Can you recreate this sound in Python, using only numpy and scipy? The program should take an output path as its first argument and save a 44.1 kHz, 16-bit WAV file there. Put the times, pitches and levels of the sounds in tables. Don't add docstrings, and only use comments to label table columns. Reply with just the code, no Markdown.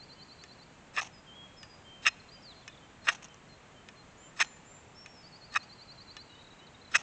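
import sys
import numpy as np
from scipy import signal
from scipy.fft import rfft, irfft, next_fast_len
from scipy.io import wavfile
from scipy.ndimage import map_coordinates

SR = 44100
rng = np.random.default_rng(int(sys.argv[2]) if len(sys.argv) > 2 else 0)


def log_audio(samples):
    frames = np.atleast_2d(samples).T
    limited = np.clip(frames, -1, 1)
    pcm = np.round(limited * 32767).astype(np.int16)
    wavfile.write(sys.argv[1], SR, pcm)


N = 309582

# (bite time [s], length [s], body level [dB], treble over body [dB],
#   swell of the force in mid-stroke [dB], tilt [dB per octave], freedom to ring [1 = usual],
#   pitch this hold damps least [Hz], pitch it damps most [Hz])
STROKES = [(.975, 0.028, -28.5, -15.5, 2, -2.5, 1, 2570, 2950),
           (2.061, .027, -21.5, -11.5, 10, 0, 1.17, 2720, 1160),
           (3.08, .023, -22.3, -15.5, 11, -1, 1.1, 1750, 2560),
           (4.402, .024, -23, -10, 2, 1, .9, 2320, 2870),
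           (5.558, 0.015, -23.5, -16.5, 4, -2, 1.54, 1280, 2870),
           (6.949, .019, -20, -10.5, 2, .2, .9, 1490, 1080)]
# (pitch [Hz], width [Hz], lift at usual freedom [dB])
BLADE_RESONANCES = [(1220, 330, 6), (1812, 266, 9.5), (2543, 160, 12.5), (3770, 410, 8.5), (2794, 140, 7),
                    (670, 120, 4.5), (2327, 57, -1), (1502, 110, -4), (4480, 99, -2.5), (5280, 266, 17),
                    (6340, 600, 9), (7870, 330, 13)]
# (frequency [Hz], relative density [dB per Hz])
RASP_SPECTRUM = [(100, -41.5), (300, -22), (550, -17), (850, -10), (1150, -3.5), (1700, 0), (2200, -2),
                 (3200, -5), (4600, -15), (5700, -7.5), (7200, -14), (9000, -23)]
# (frequency [Hz], relative density [dB per Hz])
SKIM_SPECTRUM = [(300, -9.5), (1200, 0), (2600, -4.5), (4500, -4.5), (5500, -10), (7000, -8.5), (8500, -18)]
GRIP_S, GRIP_DB = .0095, -16.5
SKIM_S, SKIM_DB = .033, -48
HARDEST_SHARE, EASE_DB = 0.31, -3
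TILT_FROM_HZ, SPLIT_HZ = 700, 4400
FREE_DB, DAMPED_DB, HOLD_WIDTH_HZ = 4, -6, 250

# (time [s], length [s], puff level [dB])
FLARES = [(1.009, 0.025, -41), (1.04, .034, -51), (3.108, 0.026, -45), (3.144, 0.015, -48),
          (3.221, 0.04, -55.5), (4.43, .022, -49.5), (5.627, 0.011, -58.5), (6.976, .039, -49.5)]
# (frequency [Hz], relative density [dB per Hz])
PUFF_SPECTRUM = [(150, -21.5), (450, -12.5), (800, 4), (1300, -2), (1800, -7), (2600, 1.5), (4200, -7.5),
                 (6000, -18.5)]
# (frequency [Hz], relative density [dB per Hz])
FIZZ_SPECTRUM = [(2500, -32), (4500, -20), (5400, 4), (6400, 9.5), (7200, -5), (8500, -18.5)]
FIZZ_DB = -4.5
# (time [s], relative level [dB])
POPS = [(1.011, -33), (3.23, -33), (3.244, -34), (3.2497, -35.5), (3.285, -42.5), (3.344, -40),
        (4.472, -43)]

# (time [s], peak level of the click [dB])
TAPS = [(0.438, -36), (0.9648, -27.5), (1.6307, -34), (2.6787, -29.5), (3.887, -35.5), (4.366, -49),
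        (5.0606, -35), (5.541, -35), (6.1671, -31)]
# (frequency [Hz], relative density [dB per Hz])
CLICK_SPECTRUM = [(300, -28), (1200, -9.5), (1800, -1), (2700, -2.5), (4500, -12), (6500, -7), (8500, -22)]
# (pitch [Hz], typical relative level [dB], t60 [s])
STEEL_MODES = [(1230, -7.5, 0.048), (1483, -29, .1), (1776, 2, 0.056), (2120, -14.5, 0.061),
               (2510, -2.5, 0.063), (2900, -7, 0.059), (3450, -6.5, .05), (3900, -10, .03),
               (5330, -4, 0.043), (6220, -9.5, 0.041)]

# (start [s], number of notes, first interval [s], first pitch [Hz], first level [dB], last level [dB])
TRILLS = [(-.011, 7, .096, 4120, -53.5, -58.5), (5.227, 11, .0892, 4480, -57, -52.5)]
# (time into the note [s], pitch over the dip [ratio], relative level [dB])
SCOOP = [(0, 1.1, -12), (.009, 1.03, -4), (.019, 1.0, 0), (.029, 1.015, 0), (.042, 1.085, 1),
         (.052, 1.155, 0), (.06, 1.185, -15)]
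TRILL_HZ, TRILL_SETTLE_S = 4040, .23
TRILL_SLOWING_S = 0.0011
TRILL_NARROWING = 2.4
# (first time [s], middle pitch [Hz], level [dB], repeats)
SEESAW = [(2.075, 4173, -61.5, 6), (2.338, 3094, -63.5, 5)]
SEESAW_PERIOD_S, SEESAW_NOTE_S = .47, 0.072
SEESAW_SAG = 0.028
# (time [s], length [s], pitch held [Hz])
THIN_CALLS = [(4.171, 0.14, 7220), (4.41, 0.19, 7170), (4.643, 0.18, 7300)]
THIN_DB, THIN_SCOOP, THIN_SCOOP_S = -60, .2, .009
# (time [s], length [s], start pitch [Hz], end pitch [Hz], arch [share of pitch], level [dB])
SLURS = [(0.146, .095, 2900, 3020, .04, -64), (1.124, 0.083, 5200, 4900, -0.0017, -61),
         (1.266, 0.087, 3250, 3240, -0.039, -54), (1.346, 0.13, 3278, 3290, -0.00042, -52.5),
         (1.564, 0.1, 5310, 4830, -.012, -56), (1.693, 0.071, 4890, 4850, 0, -59),
         (1.84, 0.19, 3140, 3090, .01, -55), (2.313, 0.057, 4540, 4630, 0.076, -54.5),
         (2.421, .118, 5340, 3210, 0.024, -53.5), (4.948, .11, 5270, 5370, .025, -56),
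         (5.062, 0.12, 5450, 5390, 0.017, -62.5), (5.153, 0.081, 5350, 5150, -.02, -60),
         (6.275, 0.15, 2800, 3115, -0.0028, -63.5), (6.598, 0.072, 2850, 3100, .02, -61.5)]
# (start [s], end [s], mean spacing [s], typical pitch [Hz], level [dB])
TWITTER = [(2.192, 2.32, 0.097, 4020, -56), (2.619, 2.64, .025, 3400, -62),
           (2.699, 2.79, 0.023, 3450, -59.5), (6.295, 6.54, 0.029, 3790, -57),
           (6.585, 6.78, .079, 3833, -56.5), (6.81, 6.9, 0.033, 3980, -57.5)]
CHIRP_S, CHIRP_BEND = .016, .27

# (frequency [Hz], t60 [s])
TREE_DECAY = [(500, 0.55), (3000, 0.99), (8000, 0.71)]
# (frequency [Hz], relative density [dB per Hz])
AIR_SPECTRUM = [(12, -29.5), (22, -7), (50, -7.5), (90, -3.5), (135, -1.5), (200, -3.5), (340, -8.5),
                (780, -9.5), (1450, -13), (2600, -16), (3520, -21), (5200, -27), (7300, -22.5), (8800, -38)]
ROLL_HZ, TOP_HZ = 8050, 9050


def amp(db):
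    return 10 ** (np.asarray(db) / 20)


def unit(x):
    return x / np.sqrt(np.mean(x ** 2) + 1e-20)


def along(points, hz):
    f, v = np.transpose(points)
    return np.interp(np.log(hz + 1), np.log(f + 1), v)


def seconds(length):
    return np.arange(int(length * SR)) / SR


def add(track, s, x):
    start = round(s * SR)
    x = x[max(-start, 0):max(N - start, 0)]
    track[max(start, 0):][:len(x)] += x


def wobble(rate, t):
    return map_coordinates(rng.standard_normal(1024), [t * rate], mode="wrap")


def coloured(x, gain_db, size=4096):
    gain = amp(gain_db(np.fft.rfftfreq(size, 1 / SR)))
    cepstrum = irfft(np.log(gain + 1e-6))
    cepstrum[1:size // 2] *= 2
    cepstrum[size // 2 + 1:] = 0
    impulse = irfft(np.exp(rfft(cepstrum)))
    return signal.fftconvolve(x, impulse)[:len(x)]


def grit(t, rate, spread_db):
    happens = rng.random(len(t)) < rate / SR
    sign = np.sign(rng.standard_normal(len(t)))
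    size = amp(spread_db * rng.standard_normal(len(t)))
    return unit(happens * sign * size)


def strokes(edge=0.0039, release=0.0045, grab_db=4, brighten_db=3, dull_db=-8, damp_db=-12):
    out, t = np.zeros(N), seconds(.16)
    highpass = signal.butter(4, SPLIT_HZ, "high", fs=SR, output="sos")
    for bite, length, db, treble_db, swell_db, tilt_db, freedom, free_hz, damped_hz in STROKES:
        grip, hardest, off = bite - GRIP_S, bite + HARDEST_SHARE * length, bite + length
        start = grip - SKIM_S
        now = start + t

        peaks = [(f, width, lift * (freedom if f < SPLIT_HZ else 1)) for f, width, lift in BLADE_RESONANCES]
        peaks += [(free_hz, HOLD_WIDTH_HZ, FREE_DB), (damped_hz, HOLD_WIDTH_HZ, DAMPED_DB)]

        def ring_db(hz):
            return sum(lift / (1 + (2 * (hz - f) / width) ** 2) for f, width, lift in peaks)

        def lean_db(hz):
            return tilt_db * np.log2(np.clip(hz, TILT_FROM_HZ, SPLIT_HZ) / TILT_FROM_HZ)

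        glide = np.tanh(2 * t / SKIM_S) * np.clip((bite - now) / GRIP_S, 0, 1)
        hiss = glide * grit(t, rate=4400, spread_db=1.0)
        skim = coloured(hiss, lambda hz: along(SKIM_SPECTRUM, hz) + ring_db(hz))
        add(out, start, amp(SKIM_DB) * unit(skim) * np.sqrt(np.mean(glide ** 2)))

        moments = np.sort([grip - edge, grip, bite - edge, bite, hardest, off, off + release, off + 2 * release])
        levels_db = [-90, GRIP_DB, GRIP_DB + grab_db, -swell_db, 0, EASE_DB - swell_db, -26, -90]
        force_db = np.interp(now, moments, levels_db)
        chips = amp(force_db + wobble(299.4, t)) * grit(t, rate=7000, spread_db=2.5)
        rasp = coloured(chips, lambda hz: along(RASP_SPECTRUM, hz) + ring_db(hz) + lean_db(hz))
        treble = signal.sosfiltfilt(highpass, rasp)
        body = rasp - treble

        waiting = np.clip((bite - now) / edge, 0, 1)
        speed = np.clip((now - hardest) / length, -.5, .5) * 2
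        parted = np.clip((now - off) / edge - 1, 0, 1)
        flurries_db = 2.6 * wobble(330, t)
        treble = treble * amp(dull_db * waiting + brighten_db * speed + damp_db * parted + flurries_db)

        contact = np.sqrt(length / t[-1])
        add(out, start, amp(db) * (unit(body) + amp(treble_db) * unit(treble)) * contact)
    return out


def sparks(edge=0.0036, ember_db=-16, ember_s=.025):
    out, t = np.zeros(N), seconds(.14)
    for s, length, db in FLARES:
        after = np.maximum(t - length, 0)
        smoulder = amp(ember_db) * np.exp(-after / ember_s)
        burn = np.minimum(t / edge, 1) * np.maximum(np.exp(-after / edge), smoulder)
        puff = coloured(burn * grit(t, rate=3500, spread_db=7.5), lambda hz: along(PUFF_SPECTRUM, hz))
        fizz = coloured(burn * grit(t, rate=2200, spread_db=3.5), lambda hz: along(FIZZ_SPECTRUM, hz))
        flare = unit(puff) + amp(FIZZ_DB) * unit(fizz)
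        add(out, s, amp(db) * flare * np.sqrt(np.mean(burn ** 2)))
    return out


def pops(t60=.006, level_db=-2):
    out, t = np.zeros(N), seconds(.02)
    for s, db in POPS:
        burst = amp(-60 * t / t60) * grit(t, rate=8500, spread_db=7)
        snap = coloured(burst, lambda hz: np.maximum(along(PUFF_SPECTRUM, hz), along(FIZZ_SPECTRUM, hz)))
        add(out, s, amp(db + level_db) * snap / np.abs(snap).max())
    return out


def taps(chatter_t60=0.018, ring_db=-13):
    out, t = np.zeros(N), seconds(.25)
    for s, db in TAPS:
        chatter = amp(-60 * t / chatter_t60) * grit(t, rate=6000, spread_db=0.0)
        click = coloured(chatter, lambda hz: along(CLICK_SPECTRUM, hz))
        ring = np.zeros(len(t))
        for hz, mode_db, t60 in STEEL_MODES:
            struck_db = mode_db + 2 * rng.standard_normal()
            ring += amp(struck_db - 60 * t / t60) * np.sin(2 * np.pi * (hz * t + rng.random()))
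        add(out, s, amp(db) * (click / np.abs(click).max() + amp(ring_db) * ring))
    return out


def birds():
    return trills() + seesaw() + thin_calls() + slurs() + twitter()


def whistle(hz, waver=0.0021, flutter_db=1):
    t = np.arange(len(hz)) / SR
    swell = np.sqrt(np.abs(np.sin(np.pi * t / t[-1]))) * amp(flutter_db * wobble(76, t))
    pitch = hz * (1 + waver * wobble(130, t))
    return np.sqrt(2) * swell * np.sin(2 * np.pi * np.cumsum(pitch) / SR)


def trills():
    out = np.zeros(N)
    when, ratio, shape_db = np.transpose(SCOOP)
    t = seconds(when[-1])
    bend = np.polyval(np.polyfit(when, ratio, 4), t)
    for start, count, interval, first_hz, first_db, last_db in TRILLS:
        s = start
        for k, db in enumerate(np.linspace(first_db, last_db, round(count))):
            hz = TRILL_HZ + (first_hz - TRILL_HZ) * np.exp((start - s) / TRILL_SETTLE_S)
            scoop = bend ** ((TRILL_HZ / hz) ** TRILL_NARROWING)
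            pitch = hz * scoop * (1 + 0.0046 * wobble(127, t))
            level_db = db + np.interp(t, when, shape_db) + wobble(80, t)
            add(out, s, np.sqrt(2) * amp(level_db) * np.sin(2 * np.pi * np.cumsum(pitch) / SR))
            s += interval + k * TRILL_SLOWING_S
    return out


def seesaw():
    out, t = np.zeros(N), seconds(SEESAW_NOTE_S)
    sag = 1 + SEESAW_SAG * (.5 - t / SEESAW_NOTE_S)
    for first, hz, db, count in SEESAW:
        for k in range(round(count)):
            add(out, first + k * SEESAW_PERIOD_S, amp(db) * whistle(hz * sag))
    return out


def thin_calls(waver=.006):
    out = np.zeros(N)
    for s, length, hz in THIN_CALLS:
        scoop = 1 - THIN_SCOOP * np.exp(-seconds(length) / THIN_SCOOP_S)
        add(out, s, amp(THIN_DB) * whistle(hz * scoop, waver=waver))
    return out


def slurs(waver=0.0051, warble=.12):
    out = np.zeros(N)
    for s, length, first_hz, last_hz, arch, db in SLURS:
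        u = seconds(length) / length
        glide = (first_hz + (last_hz - first_hz) * u) * (1 + arch * np.sin(np.pi * u))
        unsteady = waver + warble * np.log(last_hz / first_hz) ** 2
        add(out, s, amp(db) * whistle(glide, waver=unsteady))
    return out


def twitter(scatter_s=0.0037, pitch_spread=0.022):
    out, u = np.zeros(N), seconds(CHIRP_S) / CHIRP_S
    for start, end, spacing, hz, db in TWITTER:
        for s in np.arange(start, end, spacing):
            late, higher, skew = rng.standard_normal(3)
            bend = 1 + CHIRP_BEND * (u - .62 - .17 * skew) ** 2
            pitch = hz * (1 + pitch_spread * higher) * bend
            add(out, s + scatter_s * late, amp(db) * whistle(pitch))
    return out


def trees(x):
    hz, t, z = signal.stft(rng.standard_normal(SR // 2), SR, nperseg=256)
    decay = amp(-60 * t / along(TREE_DECAY, hz)[:, None])
    tail = signal.istft(z * decay, SR, nperseg=256)[1]
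    return signal.fftconvolve(x, tail / np.linalg.norm(tail))[:N]


def air(level_db=-56, drift_db=0.1):
    m = next_fast_len(N + 8192)
    spectrum = rfft(rng.standard_normal(m)) * amp(along(AIR_SPECTRUM, np.fft.rfftfreq(m, 1 / SR)))
    noise = irfft(spectrum, m)[:N]
    return unit(noise) * amp(level_db + drift_db * wobble(3.13, np.arange(N) / SR))


def scene():
    near = strokes() + sparks() + pops() + taps()
    far = birds()
    mix = near + amp(-30.5) * trees(near) + far + amp(-9.5) * trees(far) + air()
    return mix[None]


def record(dry):
    m = next_fast_len(N + 8192)
    hz = np.fft.rfftfreq(m, 1 / SR)
    roll_db = -42 * np.clip((hz - ROLL_HZ) / (TOP_HZ - ROLL_HZ), 0, 1) ** 2.7
    return irfft(rfft(dry, m) * amp(roll_db) * (hz < TOP_HZ), m)[..., :N]


dry = scene()
out = record(dry)
log_audio(out)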